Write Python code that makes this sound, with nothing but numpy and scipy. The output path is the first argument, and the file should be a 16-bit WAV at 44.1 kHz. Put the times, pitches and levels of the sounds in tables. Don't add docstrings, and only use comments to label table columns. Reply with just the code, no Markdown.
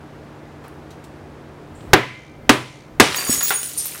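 import sys
import numpy as np
from scipy import signal
from scipy.fft import rfft, irfft, next_fast_len
from scipy.io import wavfile
from scipy.ndimage import map_coordinates

SR = 44100
rng = np.random.default_rng(int(sys.argv[2]) if len(sys.argv) > 2 else 0)


def materialize(psi):
    bounded = np.clip(np.atleast_2d(psi).T, -1, 1)
    quanta = np.round(bounded * 32767).astype(np.int16)
    wavfile.write(sys.argv[1], SR, quanta)


N = 176400

# [f/Hz, relative level/dB]
AIR_COLOUR = [(20, -29), (81, -0.5), (116, -3), (142, -20), (172, -5.5), (234, -6), (262, -13), (301, 2),
              (337, -4.5), (377, -4.5), (1570, -17.5), (3440, -29.5), (8180, -40), (16000, -49.5)]
AIR_DB = -40.5
# [f/Hz, level/dB]
HUM_TONES = [(145.5, -46.5), (242.2, -53)]
# [f/Hz, time to fall 60 dB/s]
ROOM_T60 = [(100, 0.48), (700, 0.32), (2200, 0.61), (6000, 0.6), (14000, 0.77)]
WET_DB = -7.5

# [t/s, level/dB]
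FOAM_SWELLS = [(2.23, -55.5), (2.76, -52)]
# [f/Hz, half width/Hz, level/dB]
FOAM_RESONANCES = [(2180, 280, -6), (3900, 790, -10), (6100, 700, -10.5), (8900, 650, -20)]
FOAM_S, FOAM_FLUTTER_HZ = 0.12, 63.5

# [t/s, level/dB]
SPLASH_LEVEL = [(3.0, -30), (3.05, -26.5), (3.12, -28.5), (3.18, -25.5), (3.25, -31), (3.33, -29),
                (3.45, -40), (3.58, -63), (3.7, -56), (4.0, -40)]
# [f/Hz, relative level/dB]
SPLASH_COLOUR = [(100, -2), (400, 3), (900, -1.5), (1800, 0.5), (3500, -4.5), (6000, -2.5), (15000, -42)]
# [t/s, level/dB]
SPRAY_LEVEL = [(3.0, -45), (3.12, -38.5), (3.17, -25.5), (3.25, -29.5), (3.33, -20.5), (3.42, -29),
               (3.5, -20), (3.56, -36), (3.64, -30.5), (3.74, -34), (3.85, -28.5), (4.0, -39)]
# [f/Hz, relative level/dB]
SPRAY_COLOUR = [(1000, -6), (3000, -4.5), (5000, -7), (9000, -1.5), (13000, -5), (16000, -10.5)]
DROPS_PER_S, GRIT_PER_S, CRACKS_PER_S, TINKLES_PER_S = 1100, 3500, 170, 220
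DROP_RANGE_HZ, GRIT_RANGE_HZ = (300, 7000), (3000, 16000)
CRACK_RANGE_HZ, TINKLE_RANGE_HZ = (700, 5000), (4200, 14000)
GRAIN_CYCLES, CRACK_CYCLES, TINKLE_CYCLES = 3.5, 22, 310
CRACK_DB, TINKLE_DB, GRAIN_SPREAD_DB = -5, -8, 5
SHOWER_DB, DEBRIS_DB = -1.2, 3.0

# [t/s, level/dB, centre f/Hz, width/octaves, time to fall 60 dB/s]
TAPS = [(.640, -41.5, 900, 0.61, 0.25), (.681, -44, 11900, 0.51, .015), (0.906, -47.5, 2980, 0.99, 0.12),
        (1.040, -50.5, 4940, 0.85, 0.11), (1.751, -57.5, 7800, 0.16, 0.55), (1.807, -44, 3070, 0.32, 0.03),
        (3.146, -10, 2160, 0.5, 0.012), (3.408, -20, 1800, 1.7, 0.098), (3.494, -18, 11100, .6, 0.043),
        (3.512, -16.5, 1180, 1.13, 0.16), (3.779, -27.5, 5800, 0.27, 0.34),
        (3.855, -21.5, 13200, 0.24, 0.12), (3.946, -35.5, 1510, 0.46, 0.11)]
# [t/s, level/dB, f/Hz, time to fall 60 dB/s]
THUDS = [(3.2946, -3.5, 248, 0.024), (3.2955, -16, 554, 0.0077), (3.301, -31, 135, 0.17),
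         (3.376, -26, 110, 0.048)]
# [t/s, level/dB]
TICKS = [(3.432, -15), (3.457, -17), (3.483, -14), (3.5062, -10), (3.6312, -11), (3.644, -21), (3.691, -28),
         (3.802, -18), (3.857, -17), (3.957, -23)]
# [t/s, level/dB]
LANDINGS = [(3.5063, -10), (3.5225, -21)]
# [f/Hz, level/dB, time to fall 60 dB/s]
BASE_MODES = [(415, -14, .09), (800, -6, .07), (1384, -7, .07), (1490, 6, .014), (2019, -7, .06),
              (2595, -13, .035), (3558, -5, .02)]
THUD_RISE_S, TICK_T60_S = 0.00071, 0.007

SHARD_MODES = {"chip": [(15499, 1.5)], "splinter": [(6740, 3), (6795, -4)], "flake": [(9222, 5)],
               "sliver": [(9030, -5.5), (9360, -1), (8800, -10), (9030, -1.5), (11560, -8.5)],
               "plate": [(5475, -2.5), (8032, 1), (9954, -22), (9997, 0.5), (14153, -3)],
               "curved": [(4660, 4), (8150, 2), (12700, 1), (12850, -4)]}
# [t/s, shard name, level/dB, time to fall 60 dB/s, rise time/s]
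CHINKS = [(3.148, "curved", -25.5, 0.6, 0.021), (3.160, "chip", -21, 0.072, 0.00092),
          (3.162, "splinter", -25.5, .35, 0.0063), (3.243, "flake", -30, 0.16, 0.0022),
          (3.251, "chip", -31, 1, .01), (3.267, "splinter", -19.5, 0.56, .008),
          (3.301, "plate", -15.5, 0.097, 0.00073), (3.319, "splinter", -20, 0.32, 0.003),
          (3.322, "plate", -16.5, 0.16, 0.0018), (3.382, "splinter", -15, 0.15, 0.0015),
          (3.426, "splinter", -17, 0.26, 0.0014), (3.431, "chip", -11, .13, 0.00059),
          (3.456, "chip", -21, 0.35, 0.00058), (3.536, "flake", -19.5, 0.31, 0.0014),
          (3.551, "splinter", -15.5, 0.2, 0.021), (3.775, "sliver", -13.5, 0.24, 0.00069)]
SPIN_HZ, SPIN_DEPTH = 38.4, 0.19
RATTLE_DB, RATTLE_PER_S = 4, 110
SHIMMER, SHIMMER_PER_S = 0.83, 185.5
DETUNE_RANGE = (-0.000936, 0.0013)

# [t/s, push/dB, thump/dB, thump f/Hz, knock/dB, knock f/Hz,
# clatter/dB, room tail/dB, treble lift/dB, boom/dB, bottle ring/dB]
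BLOWS = [(1.9325, 6, -1, 320.5, 0, 758, -6.5, -17.5, 2, -19, -29.5),
         (2.4930, 6, 5, 269, 2, 1218, -5, -20.5, 11, -19, -36.5),
         (2.9987, 13, 3, 249, 4, 444.5, -3, -12.5, 14.5, -35, -59)]
# [f/Hz, relative level/dB]
PUSH_COLOUR = [(30, -28), (120, -16.5), (300, -1.5), (700, -7), (1500, -6.5), (4000, -16), (9000, -29.5),
               (16000, -37.5)]
# [f/Hz, relative level/dB]
CLATTER_COLOUR = [(30, -60), (90, -6.5), (200, -7), (330, 2.5), (520, -0.5), (750, -3), (1800, -4.5),
                  (3500, -12.5), (7000, -32.5), (15000, -41.5)]
# [f/Hz, time to fall 60 dB/s]
CLATTER_T60 = [(100, 0.53), (350, 0.27), (1500, 0.32), (5000, 0.17), (14000, 0.3)]
# [f/Hz, relative level/dB]
TAIL_COLOUR = [(40, -16), (130, -19), (500, -17), (1000, -4), (2100, 4.5), (4000, -8.5), (7000, -22),
               (15000, -43.5)]
# [f/Hz, share of the lift]
TREBLE_SHARE = [(2000, 0.031), (5000, 0.84), (9500, 1.4), (14000, 0.5)]
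# [f/Hz, level/dB, time to fall 60 dB/s]
BOARD_MODES = [(181, -15, 0.12), (242, -11.5, 0.2), (309.3, -8, 0.18), (396, -11.5, 0.25), (528, -30, 0.24),
               (735, 0, 0.075), (818, -17, 0.13), (1007, -22, 0.51), (1202, -10, 0.14), (1636, -2, 0.071)]
# [f/Hz, level/dB before the blow's ring level, time to fall 60 dB/s]
BOTTLE_MODES = [(1760, 3, .45), (2019, -2, 1.0), (2089, 4, 1.25), (2304, -3, 1.1), (2379, -2, 1.1),
                (3101, -4, .85)]
# [f/Hz, relative level/dB]
SWING_COLOUR = [(120, -10.5), (400, -19.5), (8000, -53)]
SWING_DB, SWING_S = -35, 0.16
PUSH_HOLD_S, PUSH_T60_S = 0.0033, 0.031
THUMP_RISE_S, THUMP_T60_S = 0.0016, 0.016
BOOM_HZ, BOOM_T60_S, BOOM_RISE_S = 125.7, 0.63, 0.0047
WANDER, WANDER_PER_S = 0.7, 30
HEAVE_DB = -2

CLIP_TOP, DUCK_FROM_DB, DUCK_LAG_S = 0.92, -8.5, 0.038
DUCK_SHARE = 0.17
HELD_RISE_DB_PER_S = 2
LOW_CUT_HZ, TOP_HZ, EDGE_HZ = 25, 16250, 400


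def amp(db):
    return 10 ** (np.asarray(db) / 20)


def unit(x):
    return x / np.sqrt(np.mean(x ** 2) + 1e-20)


def along(points, hz):
    f, v = np.transpose(points)
    return np.interp(np.log(hz + 1), np.log(f + 1), v)


def clock(size):
    return np.arange(size) / SR


def fall(t, t60):
    return np.exp(-np.log(1000) * t / np.maximum(t60, 1e-4))


def sine(hz, t):
    return np.sin(2 * np.pi * hz * t)


def wobble(rate, size):
    return map_coordinates(rng.standard_normal(2048), [clock(size) * rate], mode="wrap")


def filtered(x, gain):
    m = next_fast_len(len(x) + SR // 4)
    spectrum = rfft(x, m) * gain(np.fft.rfftfreq(m, 1 / SR))
    return irfft(spectrum, m)[:len(x)]


def noise(colour, size):
    return unit(filtered(rng.standard_normal(size), lambda hz: amp(colour(hz))))


def dying(x, t60s):
    hz, t, z = signal.stft(x, SR, nperseg=256)
    faded = z * fall(t, along(t60s, hz)[:, None])
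    return signal.istft(faded, SR, nperseg=256)[1][:len(x)]


def ring(modes, wander):
    t, out = clock(SR), np.zeros(SR)
    for hz, db, t60 in modes:
        level = amp(db + rng.normal(0, 1))
        phase = 2 * np.pi * (hz * t + rng.random()) + wander * wobble(WANDER_PER_S, SR)
        out += level * fall(t, t60) * np.sin(phase)
    return out


def add(track, s, x):
    part = track[round(s * SR):][:len(x)]
    part += x[:len(part)]


def background():
    hum = np.zeros(N)
    for hz, db in HUM_TONES:
        hum += amp(db) * unit(np.sin(2 * np.pi * hz * clock(N) + 0.5 * wobble(5.6, N)))
    return hum + amp(AIR_DB) * noise(lambda hz: along(AIR_COLOUR, hz), N)


def room(x):
    tail = dying(rng.standard_normal(SR), ROOM_T60)
    return signal.fftconvolve(x, tail / np.linalg.norm(tail))[:N]


def foam():
    def glass_db(hz):
        power = sum(amp(db) ** 2 / (1 + ((hz - centre) / width) ** 4)
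                    for centre, width, db in FOAM_RESONANCES)
        return 10 * np.log10(power)

    t = clock(N)
    fizz = noise(glass_db, N)
    swell = sum(amp(db) * np.exp(-((t - s) / FOAM_S) ** 2) for s, db in FOAM_SWELLS)
    flutter = 1 + np.sin(2 * np.pi * FOAM_FLUTTER_HZ * t + wobble(23.9, N))
    return fizz * swell * flutter


def patter(level, colour, per_s, range_hz, cycles):
    s, db = np.transpose(level)
    start, length, low = s[0], s[-1] - s[0], range_hz[0]
    count = int(per_s * length)
    t = clock(int(SR * min(cycles / low * 2, 0.1)))
    when, where = rng.random((2, count, 1))
    size, life = rng.standard_normal((2, count, 1))
    hz = low * (range_hz[1] / low) ** where
    t60 = cycles * np.exp(life / 2) / hz
    loudness = amp(GRAIN_SPREAD_DB * np.minimum(size, 2)) * hz
    waves = loudness * sine(hz, t) * fall(t, t60)
    at = ((start + when * length) * SR).astype(int) + np.arange(len(t))
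    grains = np.bincount(at.ravel(), waves.ravel(), N)[:N]
    shower = filtered(np.diff(grains, prepend=0), lambda f: amp(along(colour, f)) / (f + low))
    even = shower / np.std(shower[int(start * SR):])
    return even * amp(np.interp(clock(N), s, db))


def showers():
    wine = patter(SPLASH_LEVEL, SPLASH_COLOUR, DROPS_PER_S, DROP_RANGE_HZ, GRAIN_CYCLES)
    chips = patter(SPLASH_LEVEL, SPLASH_COLOUR, CRACKS_PER_S, CRACK_RANGE_HZ, CRACK_CYCLES)
    grit = patter(SPRAY_LEVEL, SPRAY_COLOUR, GRIT_PER_S, GRIT_RANGE_HZ, GRAIN_CYCLES)
    tinkles = patter(SPRAY_LEVEL, SPRAY_COLOUR, TINKLES_PER_S, TINKLE_RANGE_HZ, TINKLE_CYCLES)
    return wine + amp(CRACK_DB) * chips + grit + amp(TINKLE_DB) * tinkles


def contacts():
    out, t = np.zeros(N), clock(SR // 2)
    for s, db, centre_hz, octaves, t60 in TAPS:
        def hump(hz):
            return -10 * np.log10(1 + (np.log2((hz + 1) / centre_hz) / octaves) ** 4)
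        add(out, s, amp(db) * noise(hump, len(t)) * fall(t, t60))
    for s, db, hz, t60 in THUDS:
        rise = 1 - np.exp(-t / THUD_RISE_S)
        add(out, s, amp(db) * sine(hz, t) * fall(t, t60) * rise)
    for s, db in TICKS:
        add(out, s, amp(db) * rng.standard_normal(len(t)) * fall(t, TICK_T60_S))
    for s, db in LANDINGS:
        add(out, s, amp(db) * ring(BASE_MODES, 0))
    return out


def shards():
    out, t = np.zeros(N), clock(SR)
    for s, shard, db, t60, rise_s in CHINKS:
        for hz, mode_db in SHARD_MODES[shard]:
            spin_hz = SPIN_HZ * rng.uniform(0.84, 1.43)
            spin_phase = 2 * np.pi * (spin_hz * t + rng.random()) + wobble(SPIN_HZ, SR)
            flutter = 1 + SPIN_DEPTH * np.sin(spin_phase)
            rattle = amp(RATTLE_DB * (wobble(RATTLE_PER_S, SR) - 0.5))
            pitch = hz * (1 + rng.uniform(*DETUNE_RANGE))
            phase = 2 * np.pi * (pitch * t + rng.random())
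            tone = np.sin(phase + SHIMMER * wobble(SHIMMER_PER_S, SR))
            shape = fall(t, t60) * (1 - np.exp(-t / rise_s))
            add(out, s, amp(db + mode_db) * tone * flutter * rattle * shape)
    return out


def blows():
    out, t = np.zeros(N), clock(SR)
    for (s, push_db, thump_db, thump_hz, knock_db, knock_hz,
         clatter_db, tail_db, treble_db, boom_db, bottle_db) in BLOWS:
        def brighter(colour):
            return lambda hz: along(colour, hz) + treble_db * along(TREBLE_SHARE, hz)

        push = noise(lambda hz: along(PUSH_COLOUR, hz), SR)
        push *= fall(np.maximum(t - PUSH_HOLD_S, 0), PUSH_T60_S)
        push /= np.std(push[:SR // 150])
        body = amp(thump_db) * sine(thump_hz, t) + amp(knock_db) * sine(knock_hz, t)
        thump = body * (t / THUMP_RISE_S) ** 2 * fall(t, THUMP_T60_S)
        clatter = dying(noise(brighter(CLATTER_COLOUR), SR), CLATTER_T60)
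        tail = dying(noise(brighter(TAIL_COLOUR), SR), ROOM_T60)
        boom = sine(BOOM_HZ, t) * fall(t, BOOM_T60_S) * (1 - np.exp(-t / BOOM_RISE_S))
        glass = (ring(BOTTLE_MODES, WANDER) + ring(BOTTLE_MODES, WANDER)) / 2
        heave = amp(HEAVE_DB) * fall(t, PUSH_T60_S)
        blow = amp(push_db) * push + thump + heave
        blow += amp(clatter_db) * clatter + ring(BOARD_MODES, 0) + amp(bottle_db) * glass
        blow += amp(tail_db) * tail + amp(boom_db) * boom
        add(out, s, blow * np.minimum(t / 0.00052, 1) ** 2)

        rush = noise(lambda hz: along(SWING_COLOUR, hz), SR)
        add(out, s - 1, amp(SWING_DB) * rush * np.exp((t - 1) / SWING_S))
    return out


def scene():
    debris = amp(SHOWER_DB) * showers() + shards() + contacts()
    pounding = blows() + foam()
    debris = amp(DEBRIS_DB) * (debris + amp(WET_DB) * room(debris))
    return (pounding + debris + background())[None]


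def record(dry):
    x, drift = dry[0], HELD_RISE_DB_PER_S * clock(N)
    over_db = np.maximum(20 * np.log10(np.abs(x) + 1e-9) - DUCK_FROM_DB, 0)
    held_db = np.maximum.accumulate(over_db - drift) + drift
    k = 1 / (DUCK_LAG_S * SR)
    lagging_db = signal.lfilter([k], [1, k - 1], held_db)
    clipped = np.clip(x * amp(-DUCK_SHARE * lagging_db), -CLIP_TOP, CLIP_TOP)

    def band(hz):
        top = np.clip((TOP_HZ - hz) / EDGE_HZ, 0, 1)
        return top * 1j * hz / (LOW_CUT_HZ + 1j * hz)

    return filtered(clipped, band)[None]


dry = scene()
out = record(dry)
materialize(out)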